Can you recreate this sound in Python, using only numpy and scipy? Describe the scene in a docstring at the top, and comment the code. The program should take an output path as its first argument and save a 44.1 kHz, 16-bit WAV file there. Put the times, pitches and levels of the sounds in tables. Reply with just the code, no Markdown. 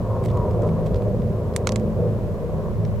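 """Distant fighters in formation, clicks at the microphone

Piston-engined fighters pass far off: six propellers drone, three at nearly equal speeds that beat and three
slower, built from partials of their blade rates. Jittered firing pulses and puffs of gas merge into an exhaust
roar that fades and swells in the moving air, and the pitch sags slowly. Close to the microphone a small hard
object clicks, as short ringing modes with a noise crack, and rustles in noise bursts, amid light wind and hiss."""
import sys
import numpy as np
from scipy import signal
from scipy.fft import rfft, irfft
from scipy.io import wavfile
from scipy.ndimage import map_coordinates

SR = 44100
rng = np.random.default_rng(int(sys.argv[2]) if len(sys.argv) > 2 else 0)


def log_audio(samples):
    """Write samples as a 16-bit WAV file to the path given in sys.argv[1]."""
    # one column per channel
    frames = np.atleast_2d(samples).T
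    # limit to full scale, then quantise
    limited = np.clip(frames, -1, 1)
    pcm = np.round(limited * 32767).astype(np.int16)
    wavfile.write(sys.argv[1], SR, pcm)


N = 132300
T = np.arange(N) / SR

# leading propellers, beating together: (blade rate before sag and wander [Hz], level among them [dB])
LEAD_PROPS = [(54.8, -1.5), (54.05, -13.5), (55.95, -28)]
# slower propellers under the drone: (blade rate before sag and wander [Hz], level before partial levels [dB])
SLOW_PROPS = [(49.57, -35), (46.34, -39.5), (43.02, -37)]
# swell of the far exhaust roar, before its trims: (time [s], level [dB])
ROAR_SWELL = [(0.0, -32), (0.08, -30.5), (0.2, -27.5), (0.34, -29.5), (0.44, -25), (0.54, -29.5),
              (0.64, -22), (0.74, -31.5), (0.78, -27.5), (1.14, -27.5), (1.2, -32.5), (1.52, -30.5),
              (1.6, -28), (1.66, -30.5), (1.72, -27.5), (1.84, -27), (1.9, -30.5), (2.04, -26.5),
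              (2.18, -31.5), (2.6, -30), (2.78, -35), (2.82, -31.5), (3.0, -34.5)]


def undb(db):
    """Amplitude factor of a level in dB."""
    return 10 ** (np.asarray(db) / 20)


def unit(x):
    """Scale to an RMS of 1."""
    return x / np.sqrt(np.mean(x ** 2))


def curve(rows):
    """Gain over time from (time [s], level [dB]) points."""
    return undb(np.interp(T, *np.array(rows).T))


def colour(x, points):
    """Filter by (frequency [Hz], gain [dB]) points, falling a further 12 dB per octave outside them."""
    hz, db = np.array(points).T
    f = np.maximum(np.fft.rfftfreq(N, 1 / SR), 1)
    skirts = np.minimum(f / hz[0], 1) ** 2 * np.minimum(hz[-1] / f, 1) ** 2
    gain = undb(np.interp(np.log(f), np.log(hz), db))
    return irfft(rfft(x) * skirts * gain, N)


def noise():
    """White noise over the whole scene."""
    return rng.standard_normal(N)


def walk(rate):
    """Smooth chance with a spread near 1, changing at a rate per second."""
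    return map_coordinates(rng.standard_normal(size=4096), [T * rate + 2], order=2, mode="wrap")


def burst(x, envelope):
    """Noise under an envelope, holding the energy that the envelope gives it."""
    return unit(x * envelope) * np.sqrt(np.mean(envelope ** 2))


def stereo(mid, side):
    """Left and right from mid and side."""
    return np.array([mid + side, mid - side])


def pan(db):
    """Left and right gains for a left-minus-right level in dB."""
    return undb(np.array([[db], [-db]]) / 2)


def blade_turns(hz):
    """Count of blade passes; the pitch sags as the approach slows, and wanders a little."""
    sag_per_s, wander = 0.009, 0.00199  # both relative to the pitch
    rate = hz * (1 - sag_per_s * T + wander * walk(2))
    return np.cumsum(rate) / SR + rng.random()


def partial(turns, k, flutter):
    """One multiple of a turning rate, with a share scattered by the air into both phases."""
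    flutter_rate = 11  # changes per s
    angle = 2 * np.pi * (k * turns + rng.random())
    in_phase = (1 + flutter * walk(flutter_rate)) * np.sin(angle)
    quadrature = flutter * walk(flutter_rate) * np.cos(angle)
    return unit(in_phase + quadrature)


def propellers(lead, slow):
    """Leading propellers beat, their second to fourth partials each following a swell; slower ones lie below."""
    # swells of the leading second, third and fourth partials, before trims: (time [s], level [dB])
    second = [(0.0, -34.5), (0.12, -24.5), (0.18, -30), (0.26, -17), (0.42, -28.5), (0.72, -25),
              (0.86, -32.5), (0.98, -31), (1.04, -24.5), (1.1, -26.5), (1.14, -26.5), (1.3, -23),
              (1.54, -36), (1.78, -25.5), (1.86, -38), (1.96, -25), (2.08, -25.5), (2.28, -37), (2.34, -30),
              (2.38, -48), (2.52, -26.5), (2.72, -49), (2.76, -31), (2.84, -23.5), (2.9, -38), (2.94, -22),
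              (3.0, -40)]
    third = [(0.0, -44.5), (0.3, -34.0), (0.62, -35.5), (0.7, -26.5), (0.86, -25), (1.08, -57),
             (1.12, -35.5), (1.54, -32), (1.7, -48.5), (1.92, -26), (2.02, -23.5), (2.18, -38.0),
             (2.54, -29), (2.64, -35), (2.86, -31), (3.0, -51)]
    fourth = [(0.0, -48), (0.36, -43), (0.48, -38), (0.54, -48), (0.62, -30.5), (0.74, -27.5), (1.0, -43),
              (1.28, -32.5), (1.42, -31.5), (1.5, -41), (1.7, -30.5), (1.82, -28.5), (1.96, -33),
              (2.06, -34.5), (2.3, -43.5), (2.58, -35.5), (3.0, -39)]
    # swell of the slow fourth partial, of which only the shape counts: (time [s], level [dB])
    slow_fourth = [(0.0, -37), (0.52, -39), (0.66, -41.5), (1.08, -33.5), (1.32, -39.5), (1.44, -49),
                   (1.94, -33), (2.0, -35), (2.16, -41), (2.44, -43), (2.88, -35), (3.0, -39)]
    # leading multiples 1-5 of the blade rate: level [dB]; 2-4 are trims on their swells
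    lead_partials = [-36.5, 0.5, -0.5, -1, -49.5]
    # slow multiples 1-5 of the blade rate: level relative to the propeller [dB]
    slow_partials = [-17, -1, -5, -2.5, -11.5]
    lead_flutter, slow_flutter = 0.3, 0.46  # shares scattered by the air

    out = 0
    swells = [1, curve(second), curve(third), curve(fourth), 1]
    for k, (swell, db) in enumerate(zip(swells, lead_partials), 1):
        beating = sum(undb(prop_db) * partial(turns, k, lead_flutter)
                      for turns, (_, prop_db) in zip(lead, LEAD_PROPS))
        out = out + swell * undb(db) * unit(beating)
    swells = [1, 1, 1, unit(curve(slow_fourth)), 1]
    for turns, (_, prop_db) in zip(slow, SLOW_PROPS):
        for k, (swell, db) in enumerate(zip(swells, slow_partials), 1):
            out = out + swell * undb(prop_db + db) * partial(turns, k, slow_flutter)
    return out


def firings(turns):
    """Twelve uneven cylinders fire in turn, each with a puff of gas."""
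    firings_per_blade, jitter_s, gas_share = 4, 0.00038, 0.55
    cylinder_db, firing_db = 2, 2  # spread between cylinders and between firings
    cycle = turns * firings_per_blade
    at = np.flatnonzero(np.diff(np.floor(cycle)))
    cylinders = np.resize(rng.standard_normal(size=12), len(at))
    size_chance, time_chance = rng.standard_normal((2, len(at)))
    size = undb(cylinder_db * cylinders + firing_db * size_chance)
    jittered = (at + jitter_s * SR * time_chance).astype(int) % N
    pulses = np.bincount(jittered, size - size.mean() / 2, N)
    gas = np.exp(-2 * (cycle % 1)) * noise()
    return unit(pulses - pulses.mean()) + gas_share * unit(gas)


def exhausts(engines):
    """Firings merge into rumble, roar and rasp, each following its swell; a second path adds slow phasing."""
    # swells of the low rumble and of the upper rasp, before trims: (time [s], level [dB])
    rumble_swell = [(0.0, -23), (0.1, -35), (0.24, -26.5), (0.58, -27), (0.86, -29.5), (0.96, -21.5),
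                    (1.02, -31), (1.22, -26), (1.42, -27.5), (1.74, -32), (1.96, -29), (2.04, -27),
                    (2.14, -25.5), (2.42, -38.5), (2.66, -35), (2.74, -33), (3.0, -44)]
    rasp_swell = [(0.0, -46), (0.04, -42.5), (0.16, -37), (0.28, -45), (0.32, -37.5), (0.42, -35.5),
                  (0.5, -40.5), (0.54, -40.5), (0.6, -44.5), (0.64, -36), (0.72, -39), (0.9, -44),
                  (1.3, -50.5), (1.34, -46.5), (1.74, -42.5), (1.8, -48.5), (1.98, -45.5), (2.18, -47.5),
                  (2.4, -47), (2.68, -42.5), (2.74, -47.0), (3.0, -49.5)]
    # colours of the three exhaust bands: (frequency [Hz], relative gain [dB])
    rumble_colour = [(25, -46), (42, -4), (52, 0), (62, -16), (72, 0.5), (90, 3.5), (102, -2.5), (128, 0.5),
                     (190, -15), (245, -15.5), (300, -19), (450, -33.5)]
    roar_colour = [(200, -34), (310, -10), (375, -1.5), (430, -3), (485, 2.5), (545, -1), (605, -1.5),
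                   (660, -7.5), (745, -13), (830, -23.5), (1200, -70)]
    rasp_colour = [(700, -14.5), (860, -7), (930, 1), (975, 2), (1040, 2), (1130, -1.5), (1270, -10),
                   (1450, -19.5), (2400, -42), (4000, -41)]
    echo_s, echo_s_per_s, echo_share = 0.00717, 0.002463, 0.23

    pulses = sum(firings(turns) for turns in engines)
    # the lengthening second path sweeps shallow ripples down the roar
    echo_at = (T - echo_s - echo_s_per_s * T) * SR
    phased = pulses + echo_share * map_coordinates(pulses, [echo_at], order=1, mode="wrap")
    bands = [(pulses, rumble_colour, rumble_swell, -0.5),  # last: trim in dB
             (phased, roar_colour, ROAR_SWELL, -1.9),
             (phased, rasp_colour, rasp_swell, -1)]
    return sum(unit(colour(x, shape)) * curve(swell) * undb(db) for x, shape, swell, db in bands)


def strands():
    """Wavering exhaust harmonics stand out of the roar; now and then a narrow band swells and slides down."""
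    # steady harmonics: (frequency before sag and wander [Hz], level relative to the roar swell [dB])
    exhaust_tones = [(380, -15.5), (421, -12), (482, -12), (519, -13.5), (606, -13)]
    # falling strands, sounding at 0.96 of the pitch listed: (middle [s], length between 1/e points [s],
    # pitch at the middle [Hz], level at the middle [dB], relative fall [1/s])
    slides = [(.16, 0.12, 985, -41, 0.11), (0.191, 0.088, 1110, -40, 0.096),
              (0.419, 0.17, 1000, -38.5, .15), (1.12, 0.18, 476, -33, 0.61), (1.36, 0.18, 393, -33.5, .6),
              (2.002, .16, 412, -36.5, .9), (2.051, 0.11, 492, -28, .4)]
    flutter = 0.41  # share scattered by the air

    tones = sum(undb(db) * partial(blade_turns(hz), 1, flutter) for hz, db in exhaust_tones)
    out = tones * curve(ROAR_SWELL)
    for s, length, hz, db, fall in slides:
        turns = np.cumsum(hz * np.exp(-fall * (T - s))) / SR
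        swell = np.exp(-(2 * (T - s) / length) ** 2)
        out = out + undb(db) * swell * partial(turns, 0.96, flutter)
    return out


def air():
    """Light wind on the microphone and a faint hiss, wide in its lower part and narrow at the top."""
    # wind on the microphone, before its trim: (time [s], level [dB])
    wind_swell = [(0, -42.5), (.26, -67), (.5, -42), (.8, -36.5), (1.1, -39), (1.36, -46), (1.8, -54),
                  (2.3, -38), (2.6, -36.5), (2.8, -33), (2.92, -31.5), (3, -35)]
    # colours of the wind and of the hiss in middle and side: (frequency [Hz], relative gain [dB])
    wind_colour = [(10, -25), (25, 1), (40, -21), (70, -12), (150, -16)]
    hiss_mid = [(700, 7), (1400, 8.5), (2200, 1), (3200, -3.5), (4500, -7), (7000, -9), (9700, -12.5),
                (12800, -10), (15500, -14.5)]
    hiss_side = [(600, 10), (1200, 9.5), (2000, 4), (3200, -3), (5000, -8), (8000, -12.5), (10500, -15),
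                 (12000, -32), (15500, -44)]
    wind_db, wind_side_db = -0.5, 4.5  # trim, side relative to mid
    hiss_db, hiss_side_db = -53.5, 0.5  # level, side relative to mid

    wind = stereo(unit(colour(noise(), wind_colour)),
                  undb(wind_side_db) * unit(colour(noise(), wind_colour)))
    hiss = stereo(unit(colour(noise(), hiss_mid)),
                  undb(hiss_side_db) * unit(colour(noise(), hiss_side)))
    return undb(wind_db) * curve(wind_swell) * wind + undb(hiss_db) * hiss


def rustles():
    """Brief crackly scuffs close to the microphone build up and die away, each with a small resonance."""
    # faint ticks and scuffs: (time of peak [s], level before panning [dB], decay [s], resonance [Hz])
    scuffs = [(0.239, -50, 0.038, 8000), (0.254, -39, 0.0049, 7500), (0.287, -46, 0.0097, 3460),
              (.301, -39.5, 0.0027, 3530), (0.314, -45, 0.0037, 4950), (0.372, -43.5, 0.0023, 6700),
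              (0.5108, -41, 0.0014, 4500), (0.621, -47, 0.0037, 7440), (.634, -48, 0.0017, 8550),
              (.669, -55.5, 0.017, 9050), (.691, -41, .003, 1910), (.858, -55, 0.036, 7100),
              (0.865, -42, 0.0085, 3350), (0.945, -38, 0.0027, 3000), (0.9587, -43.5, 0.0073, 4630),
              (1.0216, -42, 0.0018, 4020), (1.22, -48, 0.0027, 4000), (1.538, -43.5, 0.002, 5000),
              (1.798, -43.5, 0.0016, 6900)]
    rise_share = 0.15  # build-up as a share of the decay
    crackle_rate, crackle_db = 450, 6  # changes per s, spread

    out = 0
    for s, db, decay, hz in scuffs:
        shape = [(hz / 4, 11.5), (hz * 0.9, 0), (hz, 7.5), (hz * 1.22, -2), (hz * 2, -10.5)]
        grains = colour(noise() * undb(crackle_db * walk(crackle_rate)), shape)
        fade_s = decay * np.where(T < s, rise_share, 1)
        out = out + undb(db) * burst(grains, np.exp(-np.abs(T - s) / fade_s))
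    return out * pan(-6)


def clicks():
    """Each contact rings the object's short modes, with a crack and a faint tail.

    Some contacts sound thinner, with their low modes weakened.
    Low and high modes shift separately with the place of contact."""
    # contacts: (time [s], level [dB], pitch factor of low modes, pitch factor of high modes,
    # treble tilt [dB per octave], low edge [Hz])
    contacts = [(1.5624, -11.5, .91, 1.09, 3.5, 850), (1.6714, -7, 1.048, 0.994, -1, 750),
                (1.6914, -18, 0.97, .89, 2, 900), (1.7204, -22, 1.19, 0.91, 2.5, 1700),
                (1.7590, -17.5, 1.04, 1.027, -1, 1710), (2.851, -33, 1.09, 0.83, -3, 2010)]
    # modes of the object before shift and tilt: (frequency [Hz], level [dB], t60 [s], left minus right [dB])
    modes = [(1190, -6.5, 0.0069, -20), (1384, -9.5, 0.0071, -15.5), (2110, 0, 0.0057, -11),
             (3840, -8.5, 0.0079, -4), (4660, -13, 0.0057, -11), (6600, -1.5, 0.0052, -5),
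             (7150, -0.5, 0.0039, 2), (7970, -10, 0.0054, 10), (10100, -18.5, 0.009, 9),
             (12100, -22, 0.0044, 10)]
    # colour of the crack before shift and tilt: (frequency [Hz], relative gain [dB])
    crack_colour = [(500, -24), (1050, 11.5), (1600, 2), (2400, 0), (4300, -2), (7500, -3), (10000, -15),
                    (11500, -20), (15000, -27)]
    crack_db, crack_s, tail_db, tail_s = -5.5, 0.0015, -28, 0.0099
    crack_side_db, crack_pan_db, onset_s = -8, -7.5, 0.00057

    out = np.zeros((2, N))
    t = T[:SR // 10]
    onset = 1 - np.exp(-t / onset_s)
    spray = undb(crack_db) * np.exp(-t / crack_s) + undb(tail_db) * np.exp(-t / tail_s)
    for s, db, low_pitch, high_pitch, tilt_db, edge_hz in contacts:
        start = int(s * SR)
        span = slice(start, start + len(t))

        def contact_db(hz):
            """Tilt about 4 kHz and loss below the low edge."""
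            return tilt_db * np.log2(hz / 4000) - 10 * np.log10(1 + (edge_hz / hz) ** 6)

        def shifted(hz):
            """Pitch moved by the place of contact."""
            return hz * np.interp(hz, [4000, 6500], [low_pitch, high_pitch])

        shape = [(shifted(hz), gain_db + contact_db(hz)) for hz, gain_db in crack_colour]
        mid, side = (burst(colour(noise(), shape)[span], spray) for _ in range(2))
        crack = stereo(mid, undb(crack_side_db) * side) * pan(crack_pan_db)
        ring = 0
        for k, (hz, mode_db, t60, pan_db) in enumerate(modes):
            tone = np.exp(-np.log(1000) * t / t60) * np.sin(2 * np.pi * shifted(hz) * t)
            # neighbouring modes alternate in polarity
            ring = ring + (-1) ** k * pan(pan_db) * undb(mode_db + contact_db(hz)) * tone
        out[:, span] += undb(db) * (ring + crack) * onset
    return out


def scene():
    """The far formation spread by scattering, with the near object and the air around the microphone."""
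    # width of the far sound: (frequency [Hz], side minus mid [dB])
    width = [(30, 13), (70, -19), (160, -13), (500, -15.5), (1000, -20.5), (3000, -4)]
    lead = [blade_turns(hz) for hz, _ in LEAD_PROPS]
    slow = [blade_turns(hz) for hz, _ in SLOW_PROPS]
    # the same turns with fresh chance for mid and side
    direct, scattered = (propellers(lead, slow) + exhausts(lead + slow) + strands() for _ in range(2))
    formation = stereo(direct, colour(scattered, width))
    return formation + air() + rustles() + clicks()


def record(dry):
    """The recorder cuts the top above 15.8 kHz with a steep low-pass."""
    low_pass = signal.ellip(10, .2, 80, 15800, fs=SR, output="sos")
    return signal.sosfilt(low_pass, dry)


dry = scene()
out = record(dry)
log_audio(out)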